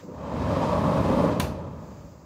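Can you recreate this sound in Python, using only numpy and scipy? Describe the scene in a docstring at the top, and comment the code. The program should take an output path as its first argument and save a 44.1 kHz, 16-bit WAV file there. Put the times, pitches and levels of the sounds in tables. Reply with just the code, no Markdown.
"""An air conditioner's blower spins up close by and pushes air out through its grille.
The air rumbles in the fan housing, roars and puffs in the duct, makes the cabinet hum
and hisses through the slots. A switch clunks as its contacts snap and knock a panel.
The small room rings briefly, and the fan winds down to a faint hiss."""
import sys
import numpy as np
from scipy import signal
from scipy.fft import rfft, irfft
from scipy.io import wavfile
from scipy.ndimage import uniform_filter1d

SR = 44100
rng = np.random.default_rng(int(sys.argv[2]) if len(sys.argv) > 2 else 0)


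def master_out(mix):
    """Clip the mix to full scale and print it as 16-bit PCM to the path in sys.argv[1]."""
    frames = np.transpose(np.atleast_2d(mix))
    ceiling = np.clip(frames, -1, 1)
    pcm = np.round(ceiling * 32767).astype(np.int16)
    wavfile.write(sys.argv[1], SR, pcm)


N = 99225
TIME = np.arange(N) / SR

# How strongly the air flows: time_s, level_db
AIR_FLOW = [(0, -26), (.05, -25), (.14, -18), (.25, -9.5), (.36, -6), (.5, -1.5), (.7, 0), (1.0, 1),
            (1.27, 1.5), (1.37, -4.5), (1.5, -10), (1.62, -13.5), (1.85, -18.5), (2.05, -24), (2.25, -28)]
def blower(flutter_db=1.2, flutter_hz=45):
    """The fan moves the air; the same swirls make both the roar and the hiss flutter."""
    flow_db = curve(AIR_FLOW)
    swirl_db = flutter_db * resonance(0, flutter_hz)
    low_rush = housing_rumble() + duct_roar(flow_db, swirl_db) + cabinet_hum(flow_db) + duct_puffs()
    return low_rush + grille_hiss(swirl_db) + grille_fizz(flow_db)


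# How the rumble rises and falls: time_s, level_db
RUMBLE_LEVEL = [(0, -24.5), (.1, -22), (.17, -11), (.25, -9.5), (.305, -13.5), (.355, -1), (.44, -0.5),
                (.49, 1), (.56, 0.5), (.66, -7), (.75, -0.5), (.96, 0.5), (1.12, 2), (1.27, -2), (1.47, -1),
                (1.53, -6.5), (1.79, -10.5), (1.84, -13.5), (2.02, -15.5), (2.055, -10.5), (2.09, -18.5),
                (2.25, -21.5)]
# The rumble's tone, or how strong each pitch is: pitch_hz, level_db
RUMBLE_TONE = [(20, -46), (35, -40), (48, -13), (62, -1.5), (84, 1.5), (125, -1), (175, -0.5), (230, -7.5),
               (340, -13.5), (900, -60.5)]
def housing_rumble(gain_db=-29):
    """Air beats against the fan housing and makes a low rumble."""
    return amp(gain_db + curve(RUMBLE_LEVEL)) * steady(noise(RUMBLE_TONE))


# The roar's tone: pitch_hz, level_db
ROAR_TONE = [(40, -43), (110, -12), (185, -1.5), (235, -4.5), (285, -1.5), (335, -11.5), (420, -8.5),
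             (470, -5.5), (540, -2.5), (620, -1.5), (700, -11.5), (800, -11.5), (865, -7), (1120, -11),
             (1250, -14), (1400, -22), (2000, -34.5), (5000, -72)]
def duct_roar(flow_db, swirl_db, gain_db=-26):
    """Swirling air roars in the duct, louder as the flow grows."""
    return amp(gain_db + flow_db + swirl_db) * noise(ROAR_TONE)


# Pitches the cabinet rings at: pitch_hz, width_hz, level_db, loudest_s, swell_s
CABINET_RINGS = [(142, 34, -33.5, 0.98, 0.17), (170.4, 11.6, -29, 0.833, 0.15), (184, 27, -30, 1.303, 0.15),
                 (254.6, 24.4, -32.5, 1.13, 0.23), (426, 81, -35.5, 1.47, 0.55),
                 (544, 37, -35.5, 1.156, .17), (613, 54, -37.5, 0.71, 0.2), (866, 30, -41, 0.7, 0.16),
                 (960, 56, -39, 0.67, 0.96), (1029, 34, -41.5, 1, 0.4), (1134, 32, -38.5, .8, 0.26)]
def cabinet_hum(flow_db):
    """The cabinet hums with the flow; each pitch swells as the listener moves past it."""
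    return amp(flow_db) * sum(amp(db) * swell(loudest_s, swell_s) * steady(resonance(hz, width_hz))
                              for hz, width_hz, db, loudest_s, swell_s in CABINET_RINGS)


# Single puffs of air: start_s, level_db, fade_s
AIR_PUFFS = [(0.031, -39.5, 0.046), (0.078, -36.5, 0.041), (0.337, -25, 0.014), (0.846, -27, 0.019),
             (0.986, -25.5, 0.037), (1.09, -21.5, .022), (1.176, -28, 0.017), (1.237, -19.5, 0.022),
             (1.574, -28, 0.017)]
# The tone they share: pitch_hz, level_db
PUFF_TONE = [(50, -31), (120, -13), (185, 3.5), (260, 1.5), (380, -6), (550, -1.5), (640, -14.5),
             (800, -31), (2000, -49), (8000, -100)]
def duct_puffs(rise_s=0.0035):
    """Separate puffs of air thump softly in the duct."""
    loudness = sum(amp(db) * burst(start_s, fade_s, rise_s) for start_s, db, fade_s in AIR_PUFFS)
    return loudness * steady(noise(PUFF_TONE))


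# How the grille's hiss rises and falls: time_s, level_db
GRILLE_LEVEL = [(0, -13.5), (.07, -34), (.16, -19), (.28, -9.5), (.45, -2.5), (.63, 1.5), (.85, -.5),
                (1.2, 0.5), (1.33, -1), (1.48, -15.5), (1.58, -14), (1.75, -21), (2.0, -23.5), (2.25, -41)]
# The tone of that hiss: pitch_hz, level_db
GRILLE_TONE = [(300, -4), (1200, -0.5), (1600, -2), (1900, -3.5), (2300, -2), (2900, -6), (4300, -8),
               (5500, -11.5), (7200, -15), (8000, -19.5), (9500, -29), (11500, -33), (16000, -42)]
# Pitches the slots ring at: pitch_hz, width_hz, level_db
SLOT_RINGS = [(1710, 160, -51.5), (2053, 82, -58.5), (2560, 160, -55.5), (3160, 110, -57.5),
              (3790, 230, -60), (4935, 80, -63.5)]
def grille_hiss(swirl_db, hiss_db=-44):
    """Air hisses through the slots and makes them ring."""
    slots = sum(amp(db) * resonance(hz, width_hz) for hz, width_hz, db in SLOT_RINGS)
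    hiss = amp(hiss_db) * noise(GRILLE_TONE)
    return amp(curve(GRILLE_LEVEL) + 0.5 * swirl_db) * (hiss + slots)


# The tone of the finest, highest hiss: pitch_hz, level_db
FIZZ_TONE = [(3000, -22), (7700, -2), (8700, 6), (10000, 0.5), (10800, -2), (12800, -2), (13700, 0),
             (16000, -11)]
def grille_fizz(flow_db, gain_db=-63):
    """Air fizzes in the grille only at full flow: it gains 2 dB for each dB of flow."""
    return amp(gain_db + 2 * flow_db) * noise(FIZZ_TONE)


# The contacts hitting home: start_s, level_db, fade_s
CONTACT_HITS = [(1.3966, -48, 0.0015), (1.398, -26.5, 0.0023), (1.399, -36, 0.002)]
# The tone of their snap: pitch_hz, level_db
SNAP_TONE = [(100, -22), (1000, -7), (3000, -4), (6000, -2), (7500, -11), (10000, 1), (12500, -1.5),
             (14200, -7), (16000, -11)]
def switch_snap(rise_s=0.00048):
    """The switch's contacts hit so close together that they make one bright snap."""
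    loudness = sum(amp(db) * burst(start_s, fade_s, rise_s) for start_s, db, fade_s in CONTACT_HITS)
    return loudness * noise(SNAP_TONE)


KNOCK_S = 1.3995
# The tone of the knock on the panel: pitch_hz, level_db
KNOCK_TONE = [(40, -30), (100, 7), (300, -2), (700, -23), (1000, 6), (1400, 3.5), (2400, -2), (3200, -2.5),
              (4000, -3), (4700, -5), (6000, -9.5), (8000, -12), (16000, -32)]
# Pitches the panel rings at: pitch_hz, level_db, ring_s (time to fade by 60 dB)
PANEL_RINGS = [(995, -22.5, 0.07), (1584, -36.5, 0.1), (2320, -36, 0.11), (2600, -28.5, 0.022),
               (2765, -39.5, 0.16), (3520, -34.5, .07), (3920, -30, 0.027), (4500, -25, 0.026),
               (6700, -32, .025), (9860, -30, 0.023)]
def panel_clunk(knock_db=-22, push_db=-14.5, push_s=1.3993, push_width_s=0.0019):
    """The switch knocks a panel, which bends, pushes the air once and rings."""
    knock = amp(knock_db) * noise(KNOCK_TONE) * burst(KNOCK_S, fade_s=0.0043, rise_s=0.00068)
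    push_shape = 1 - 2 * ((TIME - push_s) / push_width_s) ** 2
    push = amp(push_db) * push_shape * swell(push_s, push_width_s)
    ring = np.zeros(N)
    for hz, db, ring_s in PANEL_RINGS:
        loudness = amp(db) * burst(KNOCK_S, fade_s=ring_s / np.log(1000), rise_s=0.0015)
        ring += loudness * np.sin(2 * np.pi * (hz * TIME + rng.random()))
    return knock + push + ring


# The tone of the room's echo: pitch_hz, level_db
ECHO_TONE = [(40, -32), (100, -13), (300, 10.5), (550, 13), (750, 8), (1000, -1), (1600, 5.5), (1950, -0.5),
             (2650, 4.5), (3200, -4), (3550, 1), (3900, -1.5), (4600, 1.5), (5400, -5.5), (6000, -1),
             (7400, -7), (8300, -8), (10500, -5), (11000, -8), (12200, -5), (13200, -10), (14200, -3),
             (16000, -18)]
# How long the echo takes to fade by 60 dB: pitch_hz, ring_s
ROOM_RING_TIMES = [(100, 0.94), (1000, 0.39), (4000, 0.38), (8000, .31), (12000, 0.26), (16000, 0.24)]
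def room_echo(gain_db=-31, rise_s=0.0049):
    """The clunk bounces around the room in a quick blur; the high pitches die first."""
    hz, time_s, bands = signal.stft(noise(ECHO_TONE), SR, nperseg=256)
    fade_db = -60 * np.maximum(time_s - KNOCK_S, 0) / at_pitch(ROOM_RING_TIMES, hz)[:, None]
    tail = signal.istft(bands * amp(fade_db), SR)[1][:N]
    return amp(gain_db) * tail * np.clip((TIME - KNOCK_S) / rise_s, 0, 1)


# How the background hiss rises and falls: time_s, level_db
BACKGROUND_LEVEL = [(0, 5.5), (.08, 1), (.2, -0.5), (1.6, -7), (1.72, -3.5), (1.85, 2.5), (2.1, 1.5),
                    (2.25, -1)]
# Its tone: pitch_hz, level_db
BACKGROUND_TONE = [(30, -8), (200, 6), (1500, 2), (2700, -4.5), (3200, -11), (3450, -7.5), (3900, -8.5),
                   (4900, -1), (5600, -5), (6500, -0.5), (7500, -2.5), (8300, -18), (9300, -24),
                   (12400, -25), (13600, -12), (14600, -10), (16000, -13)]
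def background_hiss(gain_db=-62):
    """A faint hiss lies under everything."""
    return amp(gain_db + curve(BACKGROUND_LEVEL)) * noise(BACKGROUND_TONE)


def amp(db):
    """Turns decibels into a number to multiply by."""
    return 10 ** (np.asarray(db) / 20)


def unit(x):
    """Scales a sound to an average strength (rms) of 1."""
    return x / np.sqrt(np.mean(x ** 2) + 1e-20)


def curve(points):
    """Joins points in time with straight lines."""
    return np.interp(TIME, *np.transpose(points))


def at_pitch(points, hz):
    """Looks up a table by pitch, with octaves evenly spaced."""
    pitches, values = np.transpose(points)
    return np.interp(np.log(hz + 1), np.log(pitches + 1), values)


def noise(tone):
    """Noise of strength 1 with the given tone."""
    gains = amp(at_pitch(tone, np.fft.rfftfreq(N, 1 / SR)))
    return unit(irfft(rfft(rng.standard_normal(N)) * gains, N))


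def resonance(hz, width_hz):
    """Noise of strength 1 that rings around one pitch."""
    detune = (np.fft.rfftfreq(N, 1 / SR) - hz) / width_hz
    return unit(irfft(rfft(rng.standard_normal(N)) / (1 + 1j * detune) ** 2, N))


def burst(start_s, fade_s, rise_s):
    """A quick rise, then a fall to about a third every fade_s."""
    age_s = np.maximum(TIME - start_s, 0)
    return np.minimum(age_s / rise_s, 1) * np.exp(-age_s / fade_s)


def swell(peak_s, width_s):
    """A bell-shaped rise and fall."""
    return np.exp(-((TIME - peak_s) / width_s) ** 2)


def steady(x, window_s=0.087):
    """Evens out a noise's slow swells and keeps its quick flutter."""
    window = int(window_s * SR)
    power = uniform_filter1d(uniform_filter1d(x ** 2, window), window)
    return unit(x / np.sqrt(np.abs(power) + 1e-9))


def scene():
    """Adds the blower, the switch's clunk, its echo and the background in one channel."""
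    return (blower() + switch_snap() + panel_clunk() + room_echo() + background_hiss())[None]


def record(dry):
    """Cuts away the very highest pitches."""
    cutoff_hz = 15780
    low_pass = signal.firwin(801, cutoff_hz, window=("kaiser", 9), fs=SR)
    return signal.oaconvolve(dry, low_pass[None], "same")


dry = scene()
out = record(dry)
master_out(out)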